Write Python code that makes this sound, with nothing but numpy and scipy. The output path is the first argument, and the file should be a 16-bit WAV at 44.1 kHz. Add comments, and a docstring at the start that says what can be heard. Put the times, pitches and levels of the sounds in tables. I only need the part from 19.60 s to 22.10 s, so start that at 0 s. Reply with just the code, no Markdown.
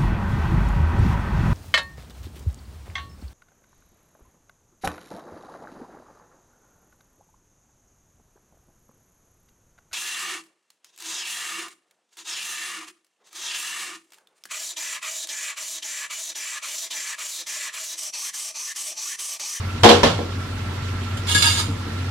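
"""Clanks: a full metal pot is lifted off a gas burner and the iron pan support drops back on the stove top.
Decaying sines ring the support and stove top; decaying noise bands give the crack and sheet-metal clatter.
The pot then slides onto the next burner: noise-driven resonators scrape, gliding sines squeal, low modes bump.
The kitchen is small and hard-walled (noise reverberation), with soft air noise and a low motor hum.
The loudest clanks overload the microphone (soft clipping)."""
import sys
import numpy as np
from scipy import signal
from scipy.fft import rfft, irfft
from scipy.io import wavfile

SR = 44100
rng = np.random.default_rng(int(sys.argv[2]) if len(sys.argv) > 2 else 0)


def transcribe(u):
    """Save the signal u as a 16-bit wav file named by the first command-line argument.

    u: samples, shape (n,) or (channels, n), limited to [-1, 1]; the rate is SR.
    q: integer samples, one column per channel.
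    """
    v = np.clip(np.atleast_2d(u).T, -1, 1)
    q = np.round(v * 32767).astype(np.int16)
    wavfile.write(sys.argv[1], SR, q)


N = 110250
T = np.arange(N) / SR
EARS = np.array([[1], [-1]])  # left, right

# support strikes stove: t/s, clatter level/dB, extra bass/dB, extra treble/dB, support ring/dB, stove ring/dB
CLANKS = [(0.234, -9.5, -15, 2, -15, -16), (0.244, -6, -2, -1, -1, -7), (0.2907, -12, 0.5, 5.5, -20, -7.5),
          (0.301, -15.5, -4, -1, -2, -26), (0.432, -12.5, 5.5, 3, -22, -5),
          (0.588, -25.5, 5.5, -49, -23.5, -26)]
# grinding spectrum of the sliding contact: f/Hz, relative density/dB per Hz
GRIND = [(400, 2), (2100, -13.5), (3300, 2.5), (5400, 1), (7500, 0.5), (10200, -3.5), (12400, -21),
         (15500, -41)]
# stereo image: f/Hz, left-right likeness (-1 to 1), left-right level/dB
STEREO = [(102, .99, 0.5), (284, 0.96, -1), (580, 0, 0), (980, 0.6, 0), (2770, 0, -5.5), (4500, 0, -3.5),
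          (8000, 0.078, -2), (14000, 0, 0.5)]

POT_T60_S = 0.067
JUDDER_DB, JUDDER_HZ = 1.5, 83  # rms and corner of the uneven friction
STOVE_ROOM_DB, SCRAPE_ROOM_DB = -13.5, -6.5


def from_db(db):
    """Decibels to gain."""
    return 10 ** (np.asarray(db) / 20)


def rms_one(x):
    """Scale to unit rms."""
    return x / np.sqrt(np.mean(x ** 2) + 1e-20)


def at_hz(table, hz, axis=1):
    """Read one column of a table on a log-frequency axis."""
    table = np.array(table)
    return np.interp(np.log(hz), np.log(table[:, 0]), table[:, axis])


def pan(db):
    """Left and right gains for a level difference."""
    return from_db(EARS * db / 2)


def decay(start_s, t60_s):
    """Unit step at start_s, falling 60 dB in t60_s."""
    return (T >= start_s) * np.exp(-np.log(1000) * np.maximum(T - start_s, 0) / t60_s)


def drift(corner_hz):
    """Random wander of unit rms, its spectrum falling above the corner."""
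    spectrum = rfft(rng.standard_normal(N))
    rolloff = 1 + (np.fft.rfftfreq(N, 1 / SR) / corner_hz) ** 2
    return rms_one(irfft(spectrum / rolloff, N))


def ring(x, hz, t60_s):
    """Two-pole resonator: a unit click starts a decaying sine of height 1."""
    radius = np.exp(-np.log(1000) / (t60_s * SR))
    w = 2 * np.pi * hz / SR
    return signal.lfilter([0, np.sin(w)], [1, -2 * radius * np.cos(w), radius ** 2], x + 1e-18)


def butter(x, edges_hz, kind):
    """Second-order Butterworth filter."""
    return signal.sosfilt(signal.butter(2, edges_hz, kind, fs=SR, output="sos"), x)


def bands(spectrum, drive=1):
    """Driven stereo noise in narrow bands, as (Hz, band); a drive of 1 gives rms 1 in all."""
    edges_hz = np.geomspace(20, 16000, 28)
    centres_hz = np.sqrt(edges_hz[1:] * edges_hz[:-1])
    white = rng.standard_normal((2, 2, N)) * drive
    gains = from_db(at_hz(spectrum, centres_hz))
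    gains = gains / np.sqrt(np.sum(gains ** 2 * np.diff(edges_hz)) * 2 / SR)
    for k, hz in enumerate(centres_hz):
        # neighbouring bands use different noise
        mid, side = butter(white[k % 2] + 1e-18, edges_hz[k:k + 2], "band")
        alike = np.clip(at_hz(STEREO, hz), -1, 1)
        stereo = np.sqrt((1 + alike) / 2) * mid + np.sqrt((1 - alike) / 2) * side * EARS
        yield hz, gains[k] * pan(at_hz(STEREO, hz, axis=2)) * stereo


def kitchen(x):
    """Dense wall reflections: decaying noise, alike in both ears only in the bass."""
    onset_s, t60_s = 0.0059, 0.35
    mid, side = rng.standard_normal((2, N)) * decay(onset_s, t60_s)
    side = butter(side, 450, "high")
    echoes = rms_one(mid + side * EARS) / np.sqrt(N)
    return signal.fftconvolve(x, echoes, axes=1)[:, :N]


def air():
    """Steady kitchen noise: random bands, each flickering in level."""
    # f/Hz, relative density/dB per Hz
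    air_spectrum = [(25, -23), (45, 0), (65, -11.5), (110, 6), (160, -7.5), (250, -5), (400, -11.5),
                    (700, -15.5), (1300, -13.5), (2200, -17.5), (3500, -19.5), (6000, -26.5),
                    (10000, -35.5), (15000, -43.5)]
    level_db, flicker_db = -32.5, 1.57
    return from_db(level_db) * sum(band * from_db(flicker_db * drift(15)) for _, band in bands(air_spectrum))


def rushing_tones():
    """Faint narrow-band noise: slow random amplitudes on a cosine and a sine."""
    # f/Hz, drift corner/Hz, rms level/dB
    tones = [(105.9, 4.7, -37.5), (236.6, 25, -42), (1349, 25, -44.5)]
    out = 0
    for hz, width_hz, db in tones:
        in_phase = drift(width_hz) * np.cos(2 * np.pi * hz * T)
        quadrature = drift(width_hz) * np.sin(2 * np.pi * hz * T)
        out = out + from_db(db) * (in_phase + quadrature)
    return out


def motor_hum():
    """Lines of the motor and the mains, wavering in level and phase."""
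    # f/Hz, rms level before waver/dB
    lines = [(45.8, -49), (91.5, -29.5), (100, -41.5)]
    waver_db, waver_rad = 2, 0.13
    out = 0
    for hz, db in lines:
        level = np.sqrt(2) * from_db(db + waver_db * drift(15.0))
        out = out + level * np.sin(2 * np.pi * hz * T + waver_rad * drift(9.2))
    return out


def background():
    """Soft rushing noise and the wavering hum of a motor."""
    return air() + rushing_tones() + motor_hum()


def bumps():
    """The loaded pot bumps on the burner: soft, heavy contacts wake only the low modes."""
    # t/s, click level before low-pass/dB
    contacts = [(0.433, -18.5), (0.589, -31), (1.752, -30), (2.085, -28.5), (2.266, -34.5)]
    # f/Hz, relative level/dB, t60/s
    low_modes = [(163, 0.5, 0.28), (226.2, 0, 0.4), (287, 4, 0.18), (452, -4.5, 0.38)]
    clicks = np.zeros(N)
    for start_s, db in contacts:
        clicks[int(start_s * SR)] = from_db(db)
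    clicks = butter(clicks + 1e-18, 600, "low")
    out = pan(0) * sum(from_db(db) * ring(clicks, hz, t60_s) for hz, db, t60_s in low_modes)
    return out + from_db(STOVE_ROOM_DB) * kitchen(out)


def squeals():
    """Friction locks onto a pot mode: a sine swells fast, wavers in pitch and level, and rings out."""
    # t/s, length/s, f/Hz, rms level before judder/dB, left-right level/dB
    locked_modes = [(1.682, 0.035, 3330, -35, -15), (1.748, 0.028, 1667, -24.5, 12),
                    (1.745, 0.037, 7400, -31, 9), (1.744, 0.014, 9840, -35.5, 18),
                    (1.752, 0.1, 3450, -29.5, -5), (1.822, 0.0082, 4780, -24.5, -8),
                    (1.823, 0.097, 3380, -32, -4), (1.841, 0.077, 2787, -31.5, -9),
                    (1.858, 0.042, 3670, -25.5, -1), (1.866, 0.02, 4740, -24.5, -10),
                    (1.977, 0.04, 3257, -39, -3), (1.98, 0.018, 6740, -43, -9)]
    attack_s, t60_s = 0.0023, 0.083
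    waver_ratio, waver_hz = 0.0035, 50
    out = 0
    for start_s, length_s, hz, db, pan_db in locked_modes:
        end_s = start_s + length_s
        attack = np.clip((T - start_s) / attack_s, 0, 1)
        envelope = attack * ((T < end_s) + decay(end_s, t60_s))
        phase = 2 * np.pi * np.cumsum(hz * (1 + waver_ratio * drift(waver_hz))) / SR
        level = np.sqrt(2) * from_db(db + JUDDER_DB * drift(JUDDER_HZ))
        out = out + pan(pan_db) * level * envelope * np.sin(phase)
    return out


def overtones(drive, count):
    """Many weak, close pot modes over the treble, driven by separate noise on each side."""
    spread_db = 6.5
    pitches_hz = np.linspace(2515, 14410, count)
    pitches_hz = pitches_hz + (pitches_hz[1] - pitches_hz[0]) * (rng.random(count) - .5)
    gains = from_db(at_hz(GRIND, pitches_hz) + spread_db * rng.uniform(-1.2, 1, count))
    gains = rms_one(gains) / np.sqrt(count)
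    # offsets the resonators' gain
    shaken = drive * rng.standard_normal((2, N)) * np.sqrt(4 * np.log(1000) / (POT_T60_S * SR))
    return sum(gain * pan(at_hz(STEREO, hz, axis=2)) * ring(shaken, hz, POT_T60_S)
               for hz, gain in zip(pitches_hz, gains))


def rubbing_force():
    """Uneven rub of the sliding pot, plus hard catches of its base on the prongs."""
    # t/s, rub level before judder/dB
    rub = [(1.668, -33), (1.694, -21), (1.718, -19.5), (1.738, -27.5), (1.765, -20), (1.805, -25),
           (1.86, -17.5), (1.915, -21.5), (1.968, -26.5), (2.003, -20.5), (2.05, -47.5)]
    # t/s, level/dB
    catches = [(1.571, -30), (1.747, -15), (1.822, -12.5)]
    catch_t60_s = 0.061
    rub_db = np.interp(T, *np.transpose(rub), left=-np.inf, right=-np.inf)
    force = from_db(rub_db + JUDDER_DB * drift(JUDDER_HZ))
    return force + sum(from_db(db) * decay(start_s, catch_t60_s) for start_s, db in catches)


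def pot_ring(force):
    """Friction noise drives the pot modes; each swells and fades on its own as the contact travels."""
    # f/Hz, relative level/dB, left-right level/dB
    pot_modes = [(927, -9.5, -2), (1240, -8, -2), (1665, -6, 3), (2200, -9, -3), (2850, -5, -9),
                 (3140, -6, -10), (3530, -3, -9), (3700, -4, -5), (4080, -8, -8), (4550, -7, -7),
                 (4900, -6, -7), (6760, -9, 0), (7090, -8, 0), (8820, -8, 2)]
    swell_db, swell_hz = 3, 22
    out = 0
    for hz, db, pan_db in pot_modes:
        rubbing = force * rng.standard_normal((2, N)) * 2 / np.sqrt(POT_T60_S * SR)
        swelling = from_db(db + swell_db * drift(swell_hz)) * rubbing
        out = out + pan(pan_db) * ring(swelling, hz, POT_T60_S)
    return out


def scrape():
    """The rubbing force sets the pot ringing over a faint grind, with squeals."""
    grind_db, overtones_db = -12, -7.5
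    force = rubbing_force()
    out = from_db(grind_db) * sum(band for _, band in bands(GRIND, force))
    out = out + from_db(overtones_db) * overtones(force, count=72)
    out = out + squeals() + pot_ring(force)
    return out + from_db(SCRAPE_ROOM_DB) * kitchen(out)


def sheet_clatter():
    """Each clank is a short crack and a dense metallic ring that dies band by band."""
    # dense ring of the sheet metal: f/Hz, relative density/dB per Hz, t60/s
    sheet = [(60, -7.5, 0.18), (172, -9, 0.6), (308, -1, 0.22), (620, 0.5, 0.39), (970, -3, 0.35),
             (1510, -8.5, 0.41), (2290, -12.5, 0.38), (3250, -7.5, 0.36), (5240, -16, 0.36),
             (7960, -28, 0.43), (11000, -36.5, 0.32), (15000, -42, .3)]
    level_db, crack_db, crack_t60_s = 1, -0.5, 0.043
    bass_hz, treble_hz = 345, 1990
    out = 0
    for hz, band in bands(sheet):
        bass = 1 / (1 + (hz / bass_hz) ** 2)
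        treble = 1 / (1 + (treble_hz / hz) ** 2)
        blow_power = np.zeros(N)
        for start_s, db, bass_db, treble_db, _, _ in CLANKS:
            blow_power[int(start_s * SR)] = from_db(db + bass * bass_db + treble * treble_db) ** 2
        power = 0
        for gain, t60_s in ((1, at_hz(sheet, hz, axis=2)), (from_db(crack_db) * treble, crack_t60_s)):
            pole = np.exp(-2 * np.log(1000) / (t60_s * SR))
            power = power + gain ** 2 * signal.lfilter([1], [1, -pole], blow_power + 1e-18)
        out = out + band * np.sqrt(power)
    return from_db(level_db) * butter(out, 45, "high")


def struck_modes(modes, strike_db):
    """Every blow adds energy to each mode; a mode reaches the two ears out of step."""
    attack_s = 0.0021
    waver_rad, waver_hz = 0.72, 8.8  # the loose support shifts as it rings
    ear_rad, ear_corner_hz = 0.48, 338  # treble limit of the phase offset in each ear
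    pivot_hz, tilt_per_octave = 710, 0.52  # a blow's extra bass also tips the mode balance
    starts_s, extra_bass_db = np.transpose(CLANKS)[[0, 2]]
    out = 0
    for hz, mode_db, ring_s, pan_db in modes:
        tilt_db = extra_bass_db * tilt_per_octave * np.clip(np.log2(pivot_hz / hz), -.5, 1)
        strengths = from_db(strike_db + mode_db + tilt_db)
        energy = 0
        for start_s, strength in zip(starts_s, strengths):
            rise = np.clip((T - start_s) / attack_s, 0, 1)
            energy = energy + (strength * rise * decay(start_s, 0.85 * ring_s)) ** 2
        offset = rng.choice([-1, 1]) * ear_rad / (1 + (ear_corner_hz / hz) ** 2)
        phase = 2 * np.pi * (hz * T + rng.random()) + offset * EARS + waver_rad * drift(waver_hz)
        out = out + pan(pan_db) * np.sqrt(energy) * np.sin(phase)
    return out


def pot_knock():
    """The pot's base knocks a prong once as it leaves: two decaying sines."""
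    start_s = 0.241
    out = 0
    for hz, db, t60_s, pan_db in ((725, -11, 0.21, 3), (856, -9, 0.18, 8)):
        out = out + pan(pan_db) * from_db(db) * decay(start_s, t60_s) * np.sin(2 * np.pi * hz * (T - start_s))
    return out


def frame_thuds():
    """The stove's frame gives a low thud under the blows: decaying sines."""
    hz, t60_s = 103.5, 0.22
    out = 0
    for start_s, db in ((0.2318, -12.5), (0.434, -24)):
        out = out + from_db(db) * decay(start_s, t60_s) * np.sin(2 * np.pi * hz * (T - start_s))
    return out


def stove_ring():
    """Support and stove top ring with each clank, the pot knocks, and the frame thuds."""
    # both: f/Hz, relative level/dB, ring time/s (t60 is 0.85 of it), left-right level/dB
    support_modes = [(222.7, -5, 0.31, -1.5), (288.7, -12.5, 0.45, 3), (338.7, -7.5, 0.42, 2),
                     (403, -15, 0.71, -4), (474.7, -3.5, 0.346, 10), (549.5, -10, 0.39, -2),
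                     (722, -11.5, 0.23, -15), (831, -7.5, 0.19, 8), (1042, -10, 0.22, -3)]
    stove_modes = [(237.8, -9.5, 0.24, 2.5), (581, -4.5, 0.15, -8), (954, -0.5, 0.076, -7.5),
                   (1087, -15, 0.48, 3), (1743, -12, 0.07, 22)]
    modes_db = -2
    support_db, stove_db = np.transpose(CLANKS)[-2:]
    ringing = struck_modes(support_modes, support_db) + struck_modes(stove_modes, stove_db)
    out = from_db(modes_db) * ringing + pot_knock()
    return out + frame_thuds() + from_db(STOVE_ROOM_DB) * kitchen(out)


def scene():
    """The kitchen, the slide and the clanks."""
    return background() + bumps() + scrape() + sheet_clatter() + stove_ring()


def record(dry):
    """Peaks overload softly towards 1; the top is cut, 60 dB down from 15.8 kHz."""
    clipped = dry / (1 + dry ** 8) ** (1 / 8)
    return signal.sosfilt(signal.cheby2(14, 60, 15800, fs=SR, output="sos"), clipped)


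dry = scene()
out = record(dry)
transcribe(out)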